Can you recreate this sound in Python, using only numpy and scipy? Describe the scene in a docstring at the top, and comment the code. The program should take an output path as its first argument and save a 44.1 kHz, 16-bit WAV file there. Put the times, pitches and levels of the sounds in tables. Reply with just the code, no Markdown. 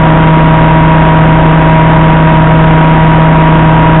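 """A wood chipper's belt-driven rotor drones like a siren, unloaded, a few metres away outdoors.
Its vanes chop the air into tones and blow a roar through the chute. Underneath, the single-cylinder
petrol engine thuds and clatters at governed speed. The sound overloads the microphone,
which clips hard and keeps only a narrow band."""
import sys
import numpy as np
from scipy import signal
from scipy.fft import rfft, irfft, next_fast_len
from scipy.io import wavfile
from scipy.ndimage import map_coordinates

SR = 44100
rng = np.random.default_rng(int(sys.argv[2]) if len(sys.argv) > 2 else 0)


def wav_record(signal):
    """Record a signal, one row per channel, as 16-bit PCM in the file named by sys.argv[1]."""
    frames = np.transpose(np.atleast_2d(signal))
    bounded = np.clip(frames, -1, 1)
    # unit amplitude maps onto the largest positive 16-bit level
    quanta = np.round(bounded * 32767).astype(np.int16)
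    wavfile.write(sys.argv[1], SR, quanta)


N = 176400


def amp(db):
    """Decibels to gain."""
    return 10 ** (np.asarray(db) / 20)


def unit(x):
    """Scale to rms 1."""
    return x / np.sqrt(np.mean(x ** 2) + 1e-20)


def eq_gain(curve, hz):
    """Gain of a (freq_hz, level_db) curve, read along a log frequency axis."""
    freq_hz, level_db = np.transpose(curve)
    return amp(np.interp(np.log(hz + 1), np.log(freq_hz + 1), level_db))


def wobble(rate_hz):
    """Smooth random modulation through rate_hz points a second."""
    points = rng.standard_normal(int(N * rate_hz / SR) + 4)
    return map_coordinates(points, [np.arange(N) * rate_hz / SR])


def filtered(x, response):
    """Filter x by a gain given as a function of frequency."""
    size = next_fast_len(N + SR // 2)
    return irfft(rfft(x, size) * response(np.fft.rfftfreq(size, 1 / SR)), size)[:N]


def coloured(x, curve):
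    """Shape x with an EQ curve, then scale to rms 1."""
    return unit(filtered(x, lambda hz: eq_gain(curve, hz)))


def tones(cycles, partials, waver_db, waver_hz):
    """Harmonics of a rotation, each wavering a little in level."""
    return np.sqrt(2) * sum(
        amp(level_db + waver_db * wobble(waver_hz)) * np.sin(2 * np.pi * round(harmonic) * cycles)
        for harmonic, level_db in partials)


def saturate(x, top, knee):
    """Round off the peaks as they near the top; a higher knee clips harder."""
    return x / (1 + np.abs(x / top) ** knee) ** (1 / knee)


def block_clatter(cycles, t60_s=.09):
    """Each crank turn knocks the engine block; the two turns of a cycle ring differently."""
    knock_at = np.flatnonzero(np.diff(np.floor(2 * cycles)))
    strength = amp(1.8 * rng.standard_normal(N))
    t = np.arange(SR // 8) / SR
    clatter = np.zeros(N)
    for stroke in (knock_at[::2], knock_at[1::2]):
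        knocks = np.bincount(stroke, strength[stroke], N)
        ring = rng.standard_normal(len(t)) * amp(-60 * t / t60_s)
        clatter += signal.fftconvolve(knocks, ring)[:N]
    return clatter


def engine(cycles):
    """Each firing drives the exhaust tones and a puff of gas, over the rattle of the block."""
    # exhaust tones on the firing rate: harmonic, level_db
    exhaust_partials = [(1, -15.5), (2, -13), (3, -27.5), (4, -19.5), (7, -26), (8, -22), (9, -20.2),
                        (10, -18.5), (12, -26.5), (19, -29), (26, -27.0)]
    # colour of the puffs and clatter: freq_hz, level_db
    block_eq = [(100, -26), (300, 0.5), (500, -1.5), (800, -1.5), (1100, -0.5), (1500, -4), (2200, -14),
                (4000, -25.5)]
    exhaust = tones(cycles, exhaust_partials, waver_db=1, waver_hz=12)
    puff_envelope = np.exp(-3.5 * (cycles % 1))
    puffs = unit(puff_envelope * coloured(rng.standard_normal(N), block_eq))
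    clatter = coloured(block_clatter(cycles), block_eq)
    return exhaust + amp(-14) * puffs + amp(-14.5) * clatter


def chute_air():
    """Air blown through the chute roars, its level wavering slightly."""
    # colour of the roar: freq_hz, level_db
    chute_eq = [(20, -4.5), (80, -0.5), (105, -4), (150, 5), (200, 5), (250, 1), (420, -5.5), (650, 0),
                (1050, 1), (1280, -8.5), (1550, -1.5), (1800, -10.5), (2500, -19), (4000, -23.5),
                (6000, -61)]
    roar = coloured(rng.standard_normal(N), chute_eq)
    return amp(-8.5 + .3 * wobble(6.5)) * roar


def rotor(turns, vane_count=4):
    """The vanes chop the air at the housing's outlet like a siren; the overtones waver most."""
    # siren tones on the vane-passing rate: harmonic, level_db
    vane_partials = [(1, -2.5), (2, -13.5), (3, -26.5), (4, -15), (5, -19.5), (6, -7.5), (8, -31.5),
                     (9, -26.5), (10, -25), (11, -30), (12, -33), (14, -37)]
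    # throb of the rotor's unevenness, on the turn rate: harmonic, level_db
    throb_partials = [(3, -18), (9, -25), (13, -22.5)]
    drone = tones(vane_count * turns, vane_partials[:2], waver_db=.34, waver_hz=8)
    whine = tones(vane_count * turns, vane_partials[2:], waver_db=1, waver_hz=7.01)
    throb = tones(turns, throb_partials, waver_db=1.5, waver_hz=8)
    return drone + whine + throb


def scene():
    """The belt locks the engine's firings to the rotor's turns, at a nearly steady speed."""
    # governed rotor speed: time_s, turns_per_s
    speed_curve = [(0, 39.94), (.22, 39.87), (1.1, 39.91), (1.5, 39.88), (1.95, 39.93), (2.4, 39.87),
                   (3.25, 39.91), (3.7, 39.86), (4, 39.88)]
    flutter_depth, firings_per_turn = .0004, .7401
    speed = np.interp(np.arange(N) / SR, *np.transpose(speed_curve))
    speed *= 1 + flutter_depth * wobble(12)
    turns = np.cumsum(speed) / SR
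    return (rotor(turns) + chute_air() + engine(firings_per_turn * turns))[None]


def record(dry):
    """The overloaded microphone flattens the peaks; faint hiss lies on top and the treble is cut off."""
    # colour of the hiss: freq_hz, level_db
    hiss_eq = [(100, -4.5), (400, -1), (1000, 0), (2000, -3.5), (3000, -7.5), (4000, -13.5)]
    # microphone response: freq_hz, gain_db
    mic_eq = [(20, 1.5), (3000, -1), (3500, -0.5), (3750, -1.5), (3950, -15.5)]
    rolloff_hz, cutoff_hz = 3570, 3984
    clipped = saturate(dry[0], top=.81, knee=3.3)
    hiss = amp(-21) * coloured(rng.standard_normal(N), hiss_eq)
    dulled = signal.sosfilt(signal.butter(6, rolloff_hz, fs=SR, output="sos"), clipped + hiss)
    voiced = filtered(dulled, lambda hz: eq_gain(mic_eq, hz))
    limited = saturate(voiced, top=.955, knee=24)
    return filtered(limited, lambda hz: hz < cutoff_hz)[None]


dry = scene()
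out = record(dry)
wav_record(out)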